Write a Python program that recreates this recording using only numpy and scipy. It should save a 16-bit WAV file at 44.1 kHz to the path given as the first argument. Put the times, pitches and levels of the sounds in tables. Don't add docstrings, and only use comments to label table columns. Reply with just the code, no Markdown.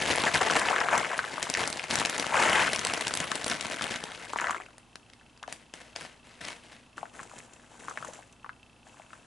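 import sys
import numpy as np
from scipy import signal
from scipy.fft import rfft, irfft, next_fast_len
from scipy.io import wavfile
from scipy.ndimage import uniform_filter1d

SR = 44100
rng = np.random.default_rng(int(sys.argv[2]) if len(sys.argv) > 2 else 0)


def persist_wave(psi):
    counts = np.round(np.clip(psi, -1, 1) * 32767).astype(np.int16)
    wavfile.write(sys.argv[1], SR, np.atleast_2d(counts).T)


N = 408366

# frequency in Hz, relative level in dB.
FILM_TONE = [(30, -14), (70, -4), (150, 1), (400, 2.5), (700, 4), (1200, 0), (2000, 5), (3200, 1),
             (5000, -4.5), (8000, -8.5), (11000, -12.5)]


def from_db(db):
    return 10 ** (np.asarray(db) / 20)


def unit_level(sound):
    return sound / np.sqrt(np.mean(sound ** 2) + 1e-20)


def level_curve(rows):
    times_s, levels_db = np.transpose(rows)
    return from_db(np.interp(np.arange(N) / SR, times_s, levels_db, left=-120, right=-120))


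def at_hz(rows, hz, column=1):
    rows = np.array(rows)
    return np.interp(np.log(np.maximum(hz, 1)), np.log(rows[:, 0]), rows[:, column])


def colour(sound, tone, size=2048):
    gains = from_db(at_hz(tone, np.arange(size // 2 + 1) * SR / size))
    cepstrum = irfft(np.log(gains))
    cepstrum[1:size // 2] *= 2
    cepstrum[size // 2 + 1:] = 0
    response = irfft(np.exp(rfft(cepstrum)))
    return signal.oaconvolve(sound, response[None] / np.linalg.norm(response))[:, :N]


def band(sound, low_hz, high_hz):
    bandpass = signal.butter(2, [low_hz, min(high_hz, SR / 2 - 100)], "band", fs=SR, output="sos")
    return signal.sosfilt(bandpass, sound + 1e-18)


def drift(turns_per_s):
    points = rng.standard_normal(N // 20)
    return np.interp(np.arange(N) * turns_per_s / SR, np.arange(len(points)), points)


def ring(clicks, hz, cycles):
    decay = np.exp(-np.log(1000) * hz / (cycles * SR))
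    angle = 2 * np.pi * hz / SR
    return signal.lfilter([1, 0, -1], [2, -4 * decay * np.cos(angle), 2 * decay * decay], clicks + 1e-18)


def panned(pan_db):
    return from_db(np.array([[.5], [-.5]]) * pan_db)


def add(out, start_s, sound):
    start = max(round(start_s * SR), 0)
    out[:, start:start + sound.shape[1]] += sound[:, :N - start]


def gestures(rows, attack_s, fade_s):
    t = np.arange(0, N, 20) / SR
    power = 1e-12
    for start_s, hold_s, db in rows:
        swell = np.clip((t - start_s) / attack_s, 0, 1)
        fade = np.exp(-np.clip((t - start_s - hold_s) / fade_s, 0, 20))
        power = power + (from_db(db) * swell * fade) ** 2
    return np.interp(np.arange(N) / SR, t, np.sqrt(power))


def contacts(per_s, spread_db, pan_db, even_s):
    sizes = from_db(spread_db * np.minimum(rng.exponential(1, N), 4)) * rng.choice([-1, 1], N)
    clicks = sizes * (rng.random(N) < per_s / SR)
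    width = max(int(even_s * SR), 2)
    power = uniform_filter1d(uniform_filter1d(clicks ** 2, width), width)
    return clicks / np.sqrt(np.abs(power) + 1e-4) * panned(pan_db * rng.standard_normal(N))


def tinted(clicks, tint_db, bands=14):
    hits = np.flatnonzero(clicks[0])
    edges_hz = np.linspace(np.sqrt(40), np.sqrt(12500), bands + 1) ** 2
    out = 0
    for low, high in zip(edges_hz, edges_hz[1:]):
        gain = np.zeros(N)
        gain[hits] = from_db(tint_db * rng.uniform(-1.9, 1, len(hits))) * rng.choice([-1, 1], len(hits))
        out = out + band(clicks * gain, low, high)
    return unit_level(out)


def crackle(tone, per_s, spread_db, hiss_db, tint_db):
    clicks = contacts(per_s * from_db(4.5 * drift(60)), spread_db, pan_db=3.5, even_s=0.47)
    hiss_gain = from_db(hiss_db)
    mix = tinted(clicks, tint_db) + hiss_gain * rng.standard_normal(N)
    return unit_level(colour(mix / np.sqrt(1 + hiss_gain ** 2), tone))


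def burst(decay_s, size=1300):
    age = np.arange(size) / (decay_s * SR)
    chatter = rng.standard_normal(size) * np.sqrt(age) * np.exp(-age)
    return chatter / np.linalg.norm(chatter)


def room_air():
    # frequency in Hz, relative level in dB.
    air_tone = [(25, -15), (55, -15), (115, -7.5), (178, -10.5), (250, -7.5), (444, -16.5), (907, -14),
                (2100, -24.5), (3000, -22.5), (4500, -27.5), (11000, -32)]
    noise = rng.standard_normal(N) + from_db(-7.5) * rng.standard_normal((2, N))
    return from_db(-60.5) * colour(noise, air_tone)


def hum():
    # pitch in Hz, average level in dB.
    hum_tones = [(58, -71), (114, -72.5), (241, -70.5)]
    t = np.arange(N) / SR
    out = 0
    for hz, db in hum_tones:
        height = from_db(db + 2 * drift(3.2)) * np.sqrt(2)
        out = out + height * np.sin(2 * np.pi * hz * t + 0.6 * drift(12))
    return out


def electronic_ticking(per_s=30):
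    ticks_so_far = np.floor((np.arange(N) / SR + .003) * per_s)
    beat = (np.diff(ticks_so_far, prepend=0) > 0) * from_db(3 * drift(30))
    return from_db(-55.5) * (ring(beat, hz=2660, cycles=95) + from_db(-2) * ring(beat, hz=3050, cycles=50))


def room_echo(sound):
    # frequency in Hz, relative level in dB, seconds to fade by 60 dB.
    echo_bands = [(100, -9, 0.18), (400, -13, 0.35), (1450, -9, 0.1), (4000, -17.5, 0.051),
                  (10500, -6.5, 0.26)]
    t = np.arange(SR // 2) / SR
    edges_hz = np.geomspace(50, 13000, 9)
    tail = 0
    for low, high in zip(edges_hz, edges_hz[1:]):
        hz = np.sqrt(low * high)
        fade = np.exp(-np.log(1000) * t / at_hz(echo_bands, hz, column=2)) * (t > .004)
        echoes = band(rng.standard_normal((2, len(t))) * fade, low, high)
        tail = tail + echoes * from_db(at_hz(echo_bands, hz)) / np.linalg.norm(fade)
    return signal.oaconvolve(sound.mean(axis=0)[None], tail)[:, :N]


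def box_ring(sound):
    # pitch in Hz, width in Hz, strength in dB.
    box_notes = [(306, 44, -6.5), (700, 140, -16.5), (1090, 59, -9.5), (1760, 210, -12.5), (2250, 64, -7.5)]
    out = sound
    for hz, width_hz, db in box_notes:
        decay = np.exp(-np.pi * width_hz / SR)
        angle = 2 * np.pi * hz / SR
        drive = [0, 2 * (1 - decay) * np.sin(angle)]
        feedback = [1, -2 * decay * np.cos(angle), decay * decay]
        out = out + from_db(db) * signal.lfilter(drive, feedback, sound + 1e-18)
    return out


def bag_rustle(taut_hiss_db=-5.5, slack_hiss_db=1):
    # time in seconds, relative level in dB.
    load = [(0, -33), (0.55, -38), (0.85, -44), (1.8, -43.5), (2.5, -37.5), (3.9, -45), (4.5, -51.5),
            (4.8, -72), (5.4, -76)]
    # start in seconds, hold in seconds, relative level in dB.
    tugs = [(0.0, 0.24, -35), (0.338, 0.008, -30.5), (0.41, 0.013, -33.5), (0.502, 0.081, -34.5),
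            (0.65, 0.018, -34), (0.94, 0.067, -40.5), (1.42, 0.027, -41), (1.57, 0.047, -31.5),
            (1.9, 0.12, -34.5), (2.08, 0.14, -41), (2.39, 0.28, -33.5), (2.68, 0.14, -40.5),
            (2.89, 0.085, -39), (3.19, 0.059, -42), (3.465, 0.059, -37), (3.605, 0.13, -40),
            (3.81, 0.025, -34), (3.9, 0.044, -39.5)]
    swishes = [(5.485, 0.0088, -50), (5.524, 0.0097, -54), (5.735, 0.019, -51), (5.8, 0.071, -55.5),
               (5.953, 0.096, -47.5), (6.24, 0.11, -57), (6.405, 0.087, -43.5), (6.635, 0.019, -54.5),
               (6.713, 0.0078, -51)]
    taut = np.hypot(level_curve(load), gestures(tugs, attack_s=0.0005, fade_s=0.034))
    slack = gestures(swishes, attack_s=0.0026, fade_s=0.066)
    level = np.hypot(taut, slack)
    hiss_db = taut_hiss_db + (slack_hiss_db - taut_hiss_db) * slack / level
    return from_db(2.08) * level * crackle(FILM_TONE, per_s=520, spread_db=3.0, hiss_db=hiss_db, tint_db=7)


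def crease_snaps(crack_delay_s=.0007):
    # start in seconds, relative level in dB, brightest frequency in Hz.
    creases = [(0.158, -22.5, 4920.0), (0.252, -24.5, 3600), (0.341, -23, 3250), (0.414, -27, 2980),
               (0.51, -21, 3570.0), (0.535, -27, 3300), (0.563, -21, 3160), (0.595, -23, 5400.0),
               (0.803, -23.5, 3230.0), (0.978, -22.5, 6124), (1.178, -28.5, 5335), (1.427, -21, 4760),
               (1.499, -21.5, 5040), (1.539, -19.5, 3000), (1.675, -21.5, 6120.0), (1.701, -27, 5700.0),
               (1.727, -26.5, 3660), (1.771, -32, 3940), (1.91, -22, 2900), (1.938, -25.5, 5980),
               (1.955, -19, 4060), (1.987, -22, 4430), (1.998, -24.5, 5000), (2.05, -18, 2670),
               (2.057, -20, 3790), (2.096, -22, 5150), (2.179, -24, 6120), (2.197, -20, 3934),
               (2.732, -18, 4410), (2.76, -22, 3960.0), (2.792, -23, 4270), (2.849, -21, 4860),
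               (2.869, -20.5, 3400), (2.936, -21, 3750), (3.01, -24, 4590), (3.069, -20, 3170),
               (3.08, -23, 5790.0), (3.138, -22, 4600), (3.151, -26, 6360.0), (3.172, -23, 4900),
               (3.202, -22.0, 3750.0), (3.316, -23.5, 3830), (3.354, -23.5, 4300), (3.443, -23.5, 4250),
               (3.463, -25, 6370), (3.48, -25, 5200), (3.498, -22, 5800), (3.514, -25, 3500),
               (3.609, -24.5, 4200), (3.821, -24.5, 3370), (3.958, -28.5, 3200), (4.038, -28.5, 4455),
               (4.781, -42.5, 5500), (4.956, -34.5, 3560), (5.099, -50, 3000), (5.134, -44.5, 2940),
               (5.375, -51, 3800), (5.429, -36.5, 2600), (5.477, -41.5, 3500), (5.499, -45, 2800),
               (5.525, -28, 5430), (5.738, -33.5, 3940), (5.755, -46, 4500), (5.961, -27.5, 2700),
               (6.009, -38.5, 5500), (6.45, -34, 4000), (6.483, -36, 4900)]
    snaps, shakes = np.zeros((2, N)), np.zeros((2, N))
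    for start_s, db, hz in creases:
        crack = np.roll(burst(decay_s=.00045), int(crack_delay_s * SR))
        rustle = from_db(-1) * burst(decay_s=0.0015)
        snap = (crack + rustle) * from_db(db + 16.5) * panned(rng.normal(0, 2.5))
        add(snaps, start_s, band(snap, hz / 2, hz * 2))
        add(shakes, start_s, snap)
    return snaps + from_db(-3.0) * colour(shakes, FILM_TONE)


def edge_ticks(edge_hz=8060):
    # start in seconds, relative level in dB.
    slips = [(4.331, -35), (4.375, -35), (4.409, -31), (4.507, -28), (7.231, -38.5), (7.386, -36),
             (7.534, -45), (7.896, -36), (8.047, -36), (8.079, -39), (8.134, -38), (8.325, -47)]
    out = np.zeros((2, N))
    for start_s, db in slips:
        slip = burst(decay_s=0.0024)
        tick = band(slip, edge_hz * 0.72, edge_hz * 1.01) + from_db(-4.0) * slip
        add(out, start_s, tick * from_db(db + 21) * panned(rng.normal(0, 3.9)))
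    return out


def piece_taps(bounces=2, bounce_db=-10.5, turn_octaves=0.3, cushion_db_per_s=.4, size=2600):
    # start in seconds, relative level in dB, pitch in Hz.
    landings = [(0.499, -13, 1420), (0.653, -16, 1400), (0.686, -12.5, 1940), (0.71, -15, 770),
                (0.729, -18, 990), (0.762, -12, 1630), (0.789, -18, 1440), (0.814, -16, 1450),
                (0.886, -12, 1260), (0.951, -13.5, 1100), (1.047, -18, 1800), (1.132, -16.5, 989),
                (1.191, -12, 1530), (1.242, -22.5, 1596), (1.38, -19, 1110), (1.469, -22.5, 1140),
                (1.55, -13, 1990), (1.795, -19.5, 2375), (2.016, -20, 1150), (2.243, -19.5, 1220),
                (2.343, -16, 891), (2.662, -21, 1050), (2.679, -17, 1500), (2.863, -20, 1007),
                (3.109, -21.5, 1276), (3.203, -25, 163), (3.318, -17.5, 1090), (3.794, -28, 1550),
                (3.812, -20, 1270), (3.941, -20, 1782), (4.334, -19, 1044), (4.36, -18.5, 952),
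                (4.387, -16.5, 1720), (4.399, -18.5, 1592), (4.415, -18.5, 1190), (4.443, -16.5, 1350),
                (4.47, -17, 1730), (4.495, -15, 1118), (4.508, -15.5, 1130), (4.546, -21, 1200),
                (4.563, -27, 1300), (4.601, -30, 1123), (4.707, -44, 1760), (5.212, -44, 1500),
                (5.427, -34, 870), (5.437, -31, 1220), (5.48, -30, 687), (6.486, -23.5, 2020),
                (6.98, -24, 1400), (7.03, -25, 770), (7.055, -34, 1420), (7.193, -31.5, 1510),
                (7.2, -29.5, 1110), (7.883, -19.5, 1190), (7.9, -37, 1330), (7.911, -28, 1210),
                (7.974, -22.5, 1720), (8.026, -23, 1320), (8.047, -29, 1060), (8.086, -32, 554),
                (8.19, -35.5, 760), (8.445, -29.5, 1180), (8.462, -33, 1070), (8.493, -27.5, 1360),
                (8.998, -36.5, 700), (9.132, -32, 1280)]
    out = np.zeros((2, N))
    for start_s, db, hz in landings:
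        delays_s = np.cumsum(np.r_[0, rng.uniform(.0015, .005, bounces)])
        pitches = hz * 2 ** (turn_octaves * np.r_[0, rng.uniform(-1, 1, bounces)])
        hits = [signal.unit_impulse(size, int(delay_s * SR)) * from_db(bounce_db * np.sqrt(k))
                for k, delay_s in enumerate(delays_s)]
        body = sum(ring(hit, pitch, cycles=8) for hit, pitch in zip(hits, pitches))
        body = band(body, hz / 1.55, hz * 1.55)
        grating = np.convolve(sum(hits), burst(decay_s=.0006))[:size]
        edge = band(grating, hz / 2.6, hz * 1.7)
        edge_db = 15 - cushion_db_per_s * start_s
        tap = body + from_db(edge_db) * edge
        tap *= min(1, hz / 650)
        add(out, start_s, tap * from_db(db + 3.5) * panned(rng.normal(0, 1)))
    return out


def clatter(level, per_s, width, crowding, spread_db, contact_db, pitch_count):
    # pitch in Hz, relative level in dB.
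    ring_tone = [(350, -1), (520, -2.5), (800, 6.5), (1150, 3), (1700, 6.5), (2300, 3), (3000, -1),
                 (3800, -24)]
    # frequency in Hz, relative level in dB.
    contact_tone = [(30, -22), (100, 6), (260, 4), (420, 7), (1000, 5), (3000, -7), (4900, -7), (7200, 1.5),
                    (9000, -7.5), (11000, -11)]
    # time in seconds, dB added to the treble and taken from the bass.
    brightness = [(0.4, -4), (0.85, -4.5), (2.35, -2.5), (2.6, 2), (4.4, -3), (9.26, -6)]
    rate = per_s * (level / from_db(-30.5)) ** crowding * from_db(2 * drift(70))
    clicks = contacts(rate, spread_db, pan_db=0.5, even_s=0.024)
    chosen = rng.integers(0, pitch_count // 2, (2, N))
    rings = 0
    for k, hz in enumerate(np.geomspace(ring_tone[0][0], ring_tone[-1][0], pitch_count)):
        struck = chosen[k % 2] == k // 2
        note = band(clicks * struck, hz / (1 + width), hz * (1 + width))
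        rings = rings + note * from_db(at_hz(ring_tone, hz))
    bass = signal.sosfiltfilt(signal.butter(1, 1300, fs=SR, output="sos"), rings)
    tilt = from_db(np.interp(np.arange(N) / SR, *np.transpose(brightness)))
    rings = unit_level(bass / tilt + (rings - bass) * tilt)
    knocks = colour(tinted(clicks, tint_db=-2.0), contact_tone)
    return level * (rings + from_db(contact_db) * knocks)


def spreading_hand():
    # start in seconds, hold in seconds, relative level in dB.
    strokes = [(6.965, 0.014, -52.5), (7.13, 0.098, -54), (7.29, 0.098, -54), (7.5, 0.16, -63.5),
               (7.69, 0.07, -59.5), (7.79, 0.36, -53.5), (8.845, 0.19, -62), (9.08, 0.094, -61.5)]
    # frequency in Hz, relative level in dB.
    scrape_tone = [(40, -26), (130, 9), (260, 6.5), (420, 7.5), (800, 7), (2000, 2), (3200, 0), (4900, -5),
                   (7200, 2.5), (9000, -3.5), (11000, -7.5)]
    push = gestures(strokes, attack_s=0.0086, fade_s=0.08)
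    tumble = clatter(push, per_s=1200, width=0.16, crowding=0.39,
                     spread_db=7.0, contact_db=-38, pitch_count=16)
    scrape = push * crackle(scrape_tone, per_s=900, spread_db=4.0, hiss_db=0.0, tint_db=1.0)
    return from_db(-3.5) * tumble + from_db(2.0) * scrape


def pouring_pieces(clump_hold_s=0.018):
    # time in seconds, relative level in dB.
    trickle = [(0, -39.5), (0.6, -34), (1.05, -35.5), (1.45, -46), (1.85, -49.5), (1.95, -38),
               (2.25, -42.5), (2.9, -40.5), (3.4, -47.5), (3.9, -44), (4.3, -51.5), (4.85, -74)]
    # start in seconds, hold in seconds, relative level in dB.
    slides = [(0.648, 0.19, -31.5), (0.879, 0.094, -28.5), (1.552, 0.087, -33.5), (2.281, 0.12, -31),
              (2.32, 0.3, -24.5), (4.385, 0.11, -35.5), (4.5, 0.1, -43)]
    # start in seconds, relative level in dB.
    clumps = [(0.228, -28.5), (0.258, -23.5), (0.338, -27.5), (0.404, -23.5), (0.457, -27.5), (0.504, -26),
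              (0.549, -23.5), (0.61, -27.5), (0.923, -24.5), (1.099, -34), (1.124, -34), (2.414, -25.5),
              (2.891, -34), (3.221, -33.5), (3.51, -36.5), (3.846, -38)]
    sliding = gestures(slides, attack_s=0.035, fade_s=0.055)
    held_clumps = [(start_s, clump_hold_s, db) for start_s, db in clumps]
    clumping = gestures(held_clumps, attack_s=0.0065, fade_s=0.013)
    flow = np.sqrt(level_curve(trickle) ** 2 + sliding ** 2 + clumping ** 2)
    return from_db(-4.5) * clatter(flow, per_s=750, width=0.086, crowding=.75,
                                   spread_db=2.0, contact_db=-13.5, pitch_count=32)


def scene():
    # frequency in Hz, how much louder the left ear is in dB.
    left_lead = [(40, 3), (130, 4), (500, 7), (1000, 4), (2000, 3), (4000, 2), (11000, 0.5)]
    pieces = pouring_pieces() + spreading_hand() + piece_taps() + edge_ticks()
    bag = bag_rustle() + crease_snaps()
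    direct = box_ring(pieces + bag)
    size = next_fast_len(N + SR // 10)
    balance = panned(at_hz(left_lead, np.arange(size // 2 + 1) * SR / size))
    placed = irfft(rfft(direct + room_echo(direct), size) * balance, size)[:, :N]
    return placed + room_air() + hum() + electronic_ticking()


def record(dry):
    ceiling, cutoff_hz = .37, 11150
    rounded = dry / (1 + (dry / ceiling) ** 4) ** .25
    return signal.sosfilt(signal.ellip(12, .2, 75, cutoff_hz, fs=SR, output="sos"), rounded)


dry = scene()
out = record(dry)
persist_wave(out)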